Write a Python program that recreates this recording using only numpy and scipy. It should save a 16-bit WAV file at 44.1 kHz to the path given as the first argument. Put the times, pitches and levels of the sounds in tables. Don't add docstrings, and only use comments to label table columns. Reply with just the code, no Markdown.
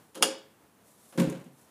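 import sys
import numpy as np
from scipy import signal
from scipy.fft import rfft, irfft
from scipy.io import wavfile

SR = 44100
rng = np.random.default_rng(int(sys.argv[2]) if len(sys.argv) > 2 else 0)


def digitize_waveform(pressure):
    field = np.atleast_2d(pressure).T
    bounded = np.clip(field, -1, 1)
    quanta = np.round(bounded * 32767).astype(np.int16)
    wavfile.write(sys.argv[1], SR, quanta)


def elevation(decibels):
    levels = np.asarray(decibels, float)
    return 10 ** (levels / 20)


N = 74970
T = np.arange(N) / SR


# [t/s, peak level/dB, chatter t60/s, knock on the panel/dB]
LATCH_HITS = [(.146, -45.5, 0.0207, -54.5), (0.1515, -36, 0.047, -41.5), (.163, -46.5, 0.12, -35.5),
              (.173, -42, 0.048, -34), (0.191, -65, .05, -37), (.208, -57.5, 0.14, -26),
              (0.22, -36, 0.047, -44), (0.2246, -9.5, 0.051, -37), (.233, -39, .05, -30.5),
              (.243, -34, 0.02, -23.5), (0.258, -34, .05, -30.5), (0.28, -36, 0.023, -31),
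              (0.301, -45, 0.091, -41.5), (.335, -50, 0.07, -55), (0.384, -57, 0.066, -49)]
# [f/Hz, level/dB per Hz]
LATCH_COLOUR = [(300, -13), (600, -10), (1150, -1), (2200, -11), (3200, -4.5), (4200, -7), (10000, -7),
                (15500, -24)]
# [f/Hz, level/dB, t60/s]
ROD_RINGS = [(891, -13.5, .05), (1315, -5.5, 0.013), (2840, -12.5, 0.093), (3150, -10.5, .03),
             (3298, -2, 0.011), (4242, -11.5, 0.09), (5000, -8, 0.027), (6660, -9, .02), (8560, -19, 0.032),
             (9640, -4.5, 0.0081)]


def latch():
    body_hz = 2020
    low_hz = 300
    s, db, t60, knock_db = np.transpose(LATCH_HITS)
    uneven = elevation(2.9 * drift(400))
    sharp = uneven * bursts(s, db, t60, rise_s=0.00023)
    swell = uneven * bursts(s, db + 6.5, t60, rise_s=0.0046)

    noise = tinted(LATCH_COLOUR)
    bright = above(noise, body_hz)
    dull = signal.sosfilt(signal.butter(4, body_hz, fs=SR, output="sos"), noise)
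    crack = 0.59 * (sharp * bright + swell * dull)

    white = rng.standard_normal(N)
    rods = np.zeros(N)
    for hz, level_db, fall in ROD_RINGS:
        drive = white * (sharp if hz > body_hz else swell)
        rods += elevation(level_db - 7.5) * ring(drive, hz, fall) / np.sqrt(fall * SR / 28)

    knock = panel(s, knock_db, depth_db=4, soft_hz=1996)
    return above(crack, low_hz), above(rods, low_hz), above(knock, 240)


# [t/s, thud level/dB, tilt/dB per octave, rattle level/dB, rattle t60/s]
LANDINGS = [(1.124, -58, 13, -51, 0.22), (1.150, -38, 5, -63, .05), (1.176, -14.5, -0.5, -31, 0.11),
            (1.188, -24, -8, -34, 0.15), (1.198, -14, -1.5, -27, 0.063), (1.215, -19, 2, -41, 0.45),
            (1.24, -24, -4, -36, 0.037), (1.268, -24.5, 0, -56, 0.2), (1.28, -35.5, 11, -52, .1),
            (1.298, -32.5, 0, -51, 0.12), (1.323, -36.5, 9.5, -40, 0.043), (1.348, -36, -12.2, -49, .1),
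            (1.378, -45.5, 10, -56.5, 0.11), (1.409, -48.5, 2, -51.5, 0.07), (1.46, -42.5, -5, -60.5, 0.15),
            (1.503, -58.5, -4.5, -71, 0.09)]
# [f/Hz, level/dB per Hz]
RATTLE_COLOUR = [(200, -2.5), (500, -7), (900, -3.5), (1500, -7.5), (3200, -13), (5000, -19), (10200, -23),
                 (15500, -32)]
# [t/s, peak level/dB, t60/s]
SMALL_TICKS = [
    (0.1532, -38.5, 0.022),
    (1.175, -36, 0.018),
    (1.197, -33, 0.065),
    (1.297, -39.5, 0.039),
    (1.395, -61.5, 0.079),
    (1.441, -57.5, 0.044),
    (1.611, -60.5, 0.083),
    (1.645, -62, 0.054),
]
# [f/Hz, level/dB per Hz]
TICK_COLOUR = [(3000, -36), (5500, -2.5), (8500, 1), (12500, -5.5), (15500, -11)]


def drop():
    low_hz = 100.8
    s, thud_db, depth_db, rattle_db, t60 = np.transpose(LANDINGS)
    shaking = bursts(s, rattle_db, t60, rise_s=0.0017) * elevation(1.5 * drift(315))
    rattle = shaking * tinted(RATTLE_COLOUR)
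    ticks = bursts(*np.transpose(SMALL_TICKS), rise_s=0.0014) * tinted(TICK_COLOUR)
    thud = panel(s, thud_db, depth_db, soft_hz=860)

    since_dip = T - 1.28
    dip = elevation(-37) * np.exp(-(since_dip / 0.0083) ** 2) * np.sin(2 * np.pi * 28 * since_dip)
    return above(rattle, low_hz) + ticks, above(thud, low_hz), dip


# [f/Hz, level/dB, t60/s]
PANEL_MODES = [(136.1, -6, 0.31), (189, 2.5, 0.097), (218.6, -14.5, 0.28), (225, 0.5, 0.069),
               (257.3, -1.5, 0.2), (303.2, -2, 0.17), (367, -3, 0.078), (403.8, -9.5, 0.15),
               (427.2, -5, 0.13), (447.4, -3.5, 0.12), (533.1, -1, 0.075), (563.7, -5, 0.084),
               (632.7, -9, 0.055), (928, -9.5, 0.02)]


def panel(s, db, depth_db, soft_hz):
    out = np.zeros(N)
    luck_db = 1.94 * rng.normal(0, 1, (len(s), len(PANEL_MODES)))
    for k, (hz, level_db, t60) in enumerate(PANEL_MODES):
        push_db = db + level_db - 8.5 + depth_db * np.log2(hz / 280) + luck_db[:, k]
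        push = np.zeros(N)
        push[(s * SR).astype(int)] = elevation(push_db) * (-1) ** k
        out += ring(push, hz, t60)
    r = np.exp(-2 * np.pi * soft_hz / SR)
    return signal.lfilter([(1 - r) ** 2], [1, -2 * r, r * r], out)


# [f/Hz, t60/s]
GARAGE_T60 = [(100, 0.47), (300, 0.37), (1000, 0.43), (3000, .45), (7000, 0.28), (14000, 0.12)]


def garage(x):
    t = T[:SR]
    echo = np.zeros(SR)
    for hz, band in bands(rng.standard_normal((2, SR))):
        t60 = at_hz(GARAGE_T60, hz)
        echo += band * elevation(-60 * t / t60) / np.sqrt(t60)
    echo *= 1 - np.exp(-(t / 0.006) ** 2)
    return signal.fftconvolve(x, echo / np.sqrt(SR / 14))[:N]


# [t/s, level/dB]
RUSTLE_LEVEL = [(0, -73.5), (.3, -75.5), (.6, -76.5), (.8, -77), (.88, -67.5), (1.0, -65), (1.12, -63),
                (1.3, -75), (1.5, -76), (1.6, -66), (1.66, -71.5), (1.7, -73)]
# [f/Hz, level/dB per Hz]
RUSTLE_COLOUR = [(1470, -39), (2500, -17.5), (3580, -5), (4820, -7.5), (5620, -4), (10700, 1.5),
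                 (15500, -11)]


def rustle():
    level_db = np.interp(T, *np.transpose(RUSTLE_LEVEL)) + 1.0 + 1.2 * drift(30)
    return elevation(level_db) * tinted(RUSTLE_COLOUR)


# [f/Hz, level/dB per Hz]
AIR_COLOUR = [(30, -46), (75, -10), (200, -4.5), (400, -9.5), (1000, -13.5), (2000, -21), (5000, -29),
              (15500, -29)]
# [t/s, level/dB]
AIR_LOUDNESS = [(0, -59), (.08, -62.5), (.7, -63.5), (.82, -60.5), (1.1, -62), (1.7, -62)]


def room_air():
    level_db = np.interp(T, *np.transpose(AIR_LOUDNESS)) + 1.2 * drift(2.8)
    return elevation(level_db) * tinted(AIR_COLOUR)


def bursts(s, db, t60, rise_s):
    power = np.zeros(N)
    for at, level_db, fall in zip(s, db, t60):
        age = np.maximum(T - at, 0)
        power += elevation(2 * (level_db - 60 * age / fall)) * (1 - np.exp(-age / rise_s)) ** 2
    return np.sqrt(power)


def ring(x, hz, t60):
    r = elevation(-60 / (t60 * SR))
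    w = 2 * np.pi * hz / SR
    return signal.lfilter([0, np.sin(w)], [1, -2 * r * np.cos(w), r * r], x + 1e-18)


def tinted(tone):
    hz = np.maximum(np.fft.rfftfreq(N, 1 / SR), 5)
    skirt_db = -18 * np.maximum(np.log2(tone[0][0] / hz), 0)
    spectrum = rfft(rng.standard_normal(N)) * elevation(at_hz(tone, hz) + skirt_db)
    return rms_one(irfft(spectrum, N))


def drift(rate):
    r = np.exp(-2 * np.pi * rate / SR)
    return rms_one(signal.lfilter([1], [1, -2 * r, r * r], rng.standard_normal(N + SR))[SR:])


def bands(white):
    edges = 22 * 2 ** np.arange(0, 9.6, .5)
    for k, (low, high) in enumerate(zip(edges, edges[1:])):
        band_pass = signal.butter(2, [low, high], "band", fs=SR, output="sos")
        yield np.sqrt(low * high), signal.sosfilt(band_pass, white[k % 2])


def above(x, hz):
    return signal.sosfilt(signal.butter(4, hz, "high", fs=SR, output="sos"), x)


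def at_hz(points, hz):
    table_hz, value = np.transpose(points)
    return np.interp(np.log(hz), np.log(table_hz), value)


def rms_one(x):
    return x / np.sqrt(np.mean(x ** 2) + 1e-20)


def scene():
    crack, rods, knock = latch()
    rattle, thud, dip = drop()
    hard = crack + rattle
    hollow = knock + thud
    sent = elevation(-5) * hard + elevation(-14) * rods + elevation(-0.5) * hollow
    return (hard + rods + hollow + dip + garage(sent) + rustle() + room_air())[None]


def top_cut(x):
    return signal.sosfilt(signal.butter(12, 16380, fs=SR, output="sos"), x)


def record(dry):
    top_step = signal.ellip(6, .5, 27, 15300, fs=SR, output="sos")
    thin_bass = signal.butter(1, 60.3, "high", fs=SR, output="sos")
    mix = signal.sosfilt(thin_bass, signal.sosfilt(top_step, dry))
    return top_cut(mix)


dry = scene()
out = record(dry)
digitize_waveform(out)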